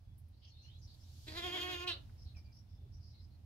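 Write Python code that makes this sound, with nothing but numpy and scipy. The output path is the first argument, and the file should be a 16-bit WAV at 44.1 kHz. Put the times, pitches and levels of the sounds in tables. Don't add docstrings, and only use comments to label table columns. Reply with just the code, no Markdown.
import sys
import numpy as np
from scipy import signal
from scipy.fft import rfft, irfft, next_fast_len
from scipy.io import wavfile
from scipy.ndimage import map_coordinates

SR = 44100
rng = np.random.default_rng(int(sys.argv[2]) if len(sys.argv) > 2 else 0)


def store_pcm(level_fs):
    pcm = np.round(np.clip(level_fs, -1, 1) * 32767).astype(np.int16)
    wavfile.write(sys.argv[1], SR, np.atleast_2d(pcm).T)


N = 152145


def amp(db):
    return 10 ** (np.asarray(db) / 20)


def unit(x):
    return x / np.sqrt(np.mean(x ** 2) + 1e-20)


def along(points, hz):
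    f, v = np.transpose(points)
    return np.interp(np.log(hz + 1), np.log(f + 1), v)


def curves(rows, t):
    s, *cols = np.transpose(rows)
    return [np.interp(t, s, c) for c in cols]


def wobble(rate):
    points = rng.standard_normal(int(N * rate / SR) + 4)
    return map_coordinates(points, [np.arange(N) * rate / SR])


def filtered(x, response):
    m = next_fast_len(N + SR // 2)
    spectrum = rfft(x, m) * response(np.fft.rfftfreq(m, 1 / SR))
    return irfft(spectrum, m)[..., :N]


def gate(t, start, end, fade):
    return np.clip(np.minimum(t - start, end - t) / fade, 0, 1)


def rush(spectrum, side_db):
    noise = rng.standard_normal((2, N))
    mid, side = filtered(noise, lambda hz: amp(along(spectrum, hz)))
    return unit(mid + amp(side_db) * np.array([side, -side]))


def background(t):
    # frequency in Hz, relative level in dB.
    rumble_colour = [(18,-44.5),(25,-25),(33,-10.5),(45,-4.5),(62,-7.5),(82,5),(97,-4.5),(115,-4),(145,-17.5),(175,-22.5),(220,-22),(300,-35),(420,-43.5),(880,-83)]
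    # time in seconds, level in dB before the trim and wavering.
    rumble_level = [(0.0, -66), (0.09, -57), (1.21, -57), (1.52, -52.5), (3.18, -54), (3.45, -54)]
    # frequency in Hz, relative level in dB.
    air_colour = [(180, -17), (300, 0), (391, -9.5), (744, -8.5), (808, -9.5), (1120, -16.5), (1910, -20),
                  (5130, -19), (7250, -29.5), (11700, -27), (15500, -28.5)]
    # time in seconds, change in dB.
    air_swell = [(0,-2.5),(.5,-2.5),(1.1,1.5),(2.1,3.5),(2.7,-1),(3.4,-0.5)]
    rumble_trim_db, air_db = 1.5, -75
    rumble_db = curves(rumble_level, t)[0] + rumble_trim_db + 2.33 * wobble(8.3)
    rumble = amp(rumble_db) * rush(rumble_colour, side_db=-19)
    air = amp(air_db + curves(air_swell, t)[0]) * rush(air_colour, side_db=-0.5)
    left_right = amp([[-1.3], [1.3]])
    return rumble * left_right + air


def hiss(t):
    # frequency in Hz, relative level in dB.
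    hiss_colour = [(1500,-39),(3000,-6.5),(4500,0),(6500,-5.5),(9000,-14),(12000,-10.5),(15500,-20)]
    peak_db, peak_s = -59.5, 1.383
    rise_db_per_s, fall_db_per_s = 37.5, 32
    rising = rise_db_per_s * (t - peak_s)
    falling = fall_db_per_s * (peak_s - t)
    return amp(peak_db + np.minimum(rising, falling)) * rush(hiss_colour, side_db=0)


def bumps(t):
    # time in seconds, level in dB, centre frequency in Hz, half length in seconds.
    puffs = [(2.098,-69.5,1545,0.0035),(2.382,-74.5,646,0.018),(2.848,-67.5,331,0.026)]
    out = 0
    for s, db, hz, half in puffs:
        colour = [(hz / 4, -40), (hz, 0), (hz * 2, -16), (hz * 4, -60)]
        swell = np.exp(-((t - s) / half) ** 2)
        out = out + amp(db) * swell * rush(colour, side_db=-9)
    return out


def ticks(t):
    # time in seconds, rough peak level in dB.
    scuffs = [(.18,-55),(.283,-66.5),(.64,-71),(.94,-62),(2.24,-68),(2.372,-64.5),(2.549,-67),(2.591,-72)]
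    # frequency in Hz, relative level in dB.
    scuff_colour = [(1000,-15),(5000,-85),(8000,9.5),(11000,21),(15000,8)]
    t60_s = 0.13
    level = 0
    for s, db in scuffs:
        level = level + amp(db - 12 - 60 * np.abs(t - s) / t60_s) * (t >= s)
    return level * rush(scuff_colour, side_db=0.5)


def birds(t):
    # start in seconds, length in seconds, start pitch in Hz, end pitch in Hz,
    # width of the blur in Hz, level in dB before the trim.
    notes = [(0.04,0.12,3380,3400,25.3,-88),(.32,0.12,3920,5000,500,-83),(0.413,0.094,3165,3035,353,-72.5),(0.418,0.097,4230,5800,930,-73.5),(0.486,.07,4420,4250,250,-71.5),(.53,0.096,3604,3830,81,-70.5),(0.568,0.14,4160,4240,149,-68.5),(0.616,0.081,6070,5470,600,-76.5),(0.626,0.15,2707,3500,89,-71),(0.698,.1,3500,4170,198,-70.5),(0.786,0.031,6400,6330,295,-79),(.815,0.053,5270,5430,600,-69),(0.871,0.086,4330,4360,625,-68.5),(0.993,.06,5040,5570,352,-74.5),(1.037,0.087,3840,4150,393,-77),(2.175,.09,5190,5300,385,-71),(2.247,0.093,4300,3810,455,-71),(2.344,0.05,2600,2225,50.3,-71.5),(2.358,0.054,5300,5150,450,-70.5),(2.442,0.042,4700,4730,250,-76),(2.45,0.075,2420,2340,47.7,-77.5),(2.518,0.1,5020,5540,450,-72),(2.686,0.094,5200,5200,397,-80.5),(2.664,0.27,3530,3550,70.6,-85.5),(2.918,0.07,5200,5600,500,-77),(2.994,0.15,4950,5140,554,-73),(3.108,0.12,4120,4165,354,-74.5),(3.191,0.084,5070,5100,245,-77.5),(3.122,.11,2214,2060,60,-88),(3.297,0.073,4200,4270,252,-82.5)]
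    trim_db, haze_db, haze_hz = -3, -7, 1400
    window = SR // 2
    hz = np.fft.fftfreq(window, 1 / SR)
    haze = amp(haze_db) * unit(np.exp(-(hz / haze_hz) ** 2))
    out = np.zeros((2, N))
    for start, length, from_hz, to_hz, width, db in notes:
        blur = unit(np.exp(-(hz / width) ** 2)) + haze
        noise = rng.standard_normal((2, window, 2)) @ [1, 1j]
        mid, side = np.fft.ifft(np.fft.fft(noise) * blur)
        stereo = mid + np.array([side, -side])
        u = np.clip(t[:window] / length, 0, 1)
        glide = np.exp(2j * np.pi * np.cumsum(from_hz + (to_hz - from_hz) * u) / SR)
        swell = np.abs(np.sin(np.pi * u)) ** 0.44
        flicker = amp(2.1 * wobble(108.4)[:window])
        note = (stereo * glide).real * swell * flicker
        i = max(round(start * SR), 0)
        out[:, i:i + window] += amp(db + trim_db) * note[:, :N - i]
    return out


def echo(x, decay):
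    noise = rng.standard_normal((2, SR // 2))
    hz, s, z = signal.stft(noise, SR, nperseg=256)
    fade = amp(-60 * s / along(decay, hz)[:, None])
    tail = signal.istft(z * fade, SR, nperseg=256)[1]
    return signal.fftconvolve(x[None], tail / np.linalg.norm(tail[0]), axes=1)[:, :N]


def microphones(hz):
    # frequency in Hz, left minus right in dB.
    balance = [(250,4),(360,0.5),(720,5.5),(1100,-4),(1800,2),(2900,-1),(4200,-5.5),(6400,-7),(10000,1.5)]
    # frequency in Hz, phase in radians by which left leads.
    lead = [(250,0.38),(360,0.61),(720,1.23),(1100,1.8),(1400,1.7),(2100,1.2),(2900,0.704),(3800,2.23),(5000,1.1),(7000,1.36),(12000,1.7)]
    half = np.array([[.5], [-.5]])
    return amp(half * along(balance, hz)) * np.exp(1j * half * along(lead, hz))


def pulses(pitch, count):
    spread = .13
    phase = 2 * np.pi * np.cumsum(pitch) / SR
    harmonics = (np.cos(k * phase - spread * k * k) for k in range(1, count + 1))
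    return unit(sum(harmonics)), phase


def folds(t):
    # time in seconds, pitch in Hz.
    pitch_path = [(1.27, 299), (1.282, 316.2), (1.31, 315.9), (1.334, 308.8), (1.38, 354.3), (1.4, 345.7),
                  (1.41, 335.2), (1.436, 352), (1.46, 367.5), (1.488, 351), (1.51, 349.8), (1.554, 374),
                  (1.58, 346.8), (1.64, 363.5), (1.676, 358.9), (1.698, 368.6), (1.716, 360.1),
                  (1.738, 360.5), (1.756, 346.1), (1.79, 358), (1.806, 348.5), (1.838, 362), (1.864, 360),
                  (1.872, 367.3), (1.905, 341.1)]
    # time in seconds, roughness from 0 to 1.
    roughness = [(1.28,0.68),(1.335,0.83),(1.38,0),(1.41,0.47),(1.46,0.06),(1.5,.35),(1.545,0.05),(1.57,0.48),(1.62,0.03),(1.72,0.11),(1.76,0.22),(1.8,0.12),(1.86,0.09),(1.91,0.22),(1.94,0.69)]
    sag_start_s, sag_hz_per_s, sag_most_hz = 1.915, 2300, 62.6
    jitter, shimmer_db = .026, 3.5
    low_rasp, high_rasp = .55, 0.72
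    second_ratio, second_db = .868, -8.5
    second_start_s, second_end_s = 1.46, 1.78

    sag = np.clip(sag_hz_per_s * (t - sag_start_s), 0, sag_most_hz)
    rough = np.clip(curves(roughness, t)[0], 0, 1)
    shake = jitter * rough * wobble(260) + 0.0048 * wobble(70)
    pitch = (curves(pitch_path, t)[0] - sag) * (1 + shake)
    buzz, phase = pulses(pitch, count=44)

    rasp = unit(rng.standard_normal(N) * (1 + 1.1 * np.cos(phase)))
    shimmer = amp(shimmer_db * rough * wobble(220))
    shares = np.clip([low_rasp * rough, high_rasp * rough], 0, 1)
    low, high = (np.sqrt(1 - shares) * buzz + np.sqrt(shares) * rasp) * shimmer

    second_pitch = second_ratio * pitch * (1 + 0.0185 * wobble(200))
    second = pulses(second_pitch, count=44)[0]
    second = amp(second_db) * second * gate(t, second_start_s, second_end_s, 0.055)
    return low, high, second


def shaped(x, colour_db):
    flutter_db = 1.6
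    hz, s, z = signal.stft(x, SR, nperseg=256, noverlap=192)
    smoothing = np.outer(np.hanning(5), np.hanning(64))
    field = signal.fftconvolve(rng.standard_normal(z.shape), smoothing, mode="same")
    gain = amp(colour_db(hz[:, None], s) + flutter_db * unit(field))
    gain = gain / np.sqrt(np.mean(gain ** 2, axis=0))
    return signal.istft(z * gain, SR, nperseg=256, noverlap=192)[1][:N]


def throat(hz, s):
    # time in seconds, resonance in Hz.
    resonance = [(1.3,1900),(1.46,1980),(1.56,1850),(1.7,1750),(1.8,1450),(1.87,1250)]
    # frequency in Hz, relative level in dB.
    chest = [(120,-18),(230,12),(340,2.5),(500,-8),(720,-1),(1080,-8),(1450,-6),(1850,-6),(2200,-7),(2600,-22),(3400,-44)]
    peak_db, width_hz = 6, 280
    thin_s, thin_db, thin_below_hz = 1.9, -6, 480
    peak = peak_db / (1 + ((hz - curves(resonance, s)[0]) / width_hz) ** 2)
    thinning = np.clip((s - thin_s) / 0.027 + .5, 0, 1) * (hz < thin_below_hz)
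    return along(chest, hz) + peak + thin_db * thinning


def mouth(hz, s):
    # time in seconds, main resonance in Hz, upper resonance in Hz.
    resonances = [(1.28,3940,7600),(1.32,4590,7500),(1.39,3780,7050),(1.46,3150,6950),(1.56,3220,6900),(1.63,3020,6750),(1.72,2930,6650),(1.875,2700,6500),(1.91,3050,6800),(1.925,3490,7200),(1.95,4660,7400)]
    # frequency in Hz, relative level in dB.
    treble = [(1500,-60),(2100,-14),(2500,-3.5),(3500,1.5),(4200,-5),(4900,-3.5),(5500,-13.5),(6000,-17.5),(6800,-20),(7700,-22),(9000,-37),(10300,-24),(11800,-13),(13500,-30),(15500,-67)]
    # frequency in Hz, relative level in dB.
    flare_colour = [(1500,-67),(2200,-52),(2550,-7.5),(2900,1),(3400,-2.5),(4000,3.5),(4550,-2.5),(5000,-15),(5500,-13),(6200,-26.5),(7500,-23.5),(9500,-29),(12000,-31),(15500,-32)]
    main_db, main_width_hz = 13.5, 420
    upper_db, upper_width_hz = 15.5, 230
    flare_s, flare_rise_s = 1.872, .003
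    main, upper = curves(resonances, s)
    main_peak = main_db / (1 + ((hz - main) / main_width_hz) ** 2)
    upper_peak = upper_db / (1 + ((hz - upper) / upper_width_hz) ** 2)
    held = along(treble, hz) + upper_peak
    flare = np.clip((s - flare_s) / flare_rise_s + .5, 0, 1)
    return main_peak + (1 - flare) * held + flare * along(flare_colour, hz)


def sheep(t):
    # time in seconds, low voice level in dB, treble level in dB before its trim.
    effort = [(1.265, -59, -63), (1.283, -55.5, -50.5), (1.337, -58, -61), (1.381, -46, -43),
              (1.399, -48.5, -49.5), (1.413, -54, -52.5), (1.445, -44, -43.5), (1.509, -51, -48.5),
              (1.557, -45, -41), (1.603, -49, -46.5), (1.617, -50, -41), (1.679, -47, -47.5),
              (1.735, -48.5, -44), (1.761, -50, -49), (1.783, -54, -50), (1.821, -47.5, -49),
              (1.835, -50, -47.5), (1.863, -49.5, -67), (1.877, -48, -34.5), (1.905, -46.5, -39.5),
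              (1.931, -57.5, -42), (1.975, -66, -74.5), (2.0, -52, -57)]
    treble_trim_db = 1
    start_s, end_s, fade_s = 1.264, 1.99, .014
    low, high, second = folds(t)
    low_db, high_db = curves(effort, t)
    low = unit(shaped(low + second, throat))
    high = unit(shaped(high + amp(-16) * second, mouth))
    voice = amp(low_db) * low + amp(high_db + treble_trim_db) * high
    return voice * gate(t, start_s, end_s, fade_s)


def scene():
    # frequency in Hz, time in seconds to fall 60 dB.
    yard = [(200,0.47),(1000,0.25),(4000,0.22),(12000,0.067)]
    yard_db, patio_db, patio_t60_s = -9, -4, 0.051
    bird_echo_db, bird_t60_s = -8, .25
    t = np.arange(N) / SR
    bleat, song = sheep(t), birds(t)
    patio_echo = amp(patio_db) * echo(bleat, [(1000, patio_t60_s)])
    yard_echo = amp(yard_db) * echo(bleat, yard)
    song = song + amp(bird_echo_db) * echo(song[0], [(1000, bird_t60_s)])
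    voice = filtered(bleat, microphones) + patio_echo + yard_echo
    return voice + song + hiss(t) + bumps(t) + ticks(t) + background(t)


def record(dry):
    top_hz = 15720
    return filtered(dry, lambda hz: hz < top_hz)


dry = scene()
out = record(dry)
store_pcm(out)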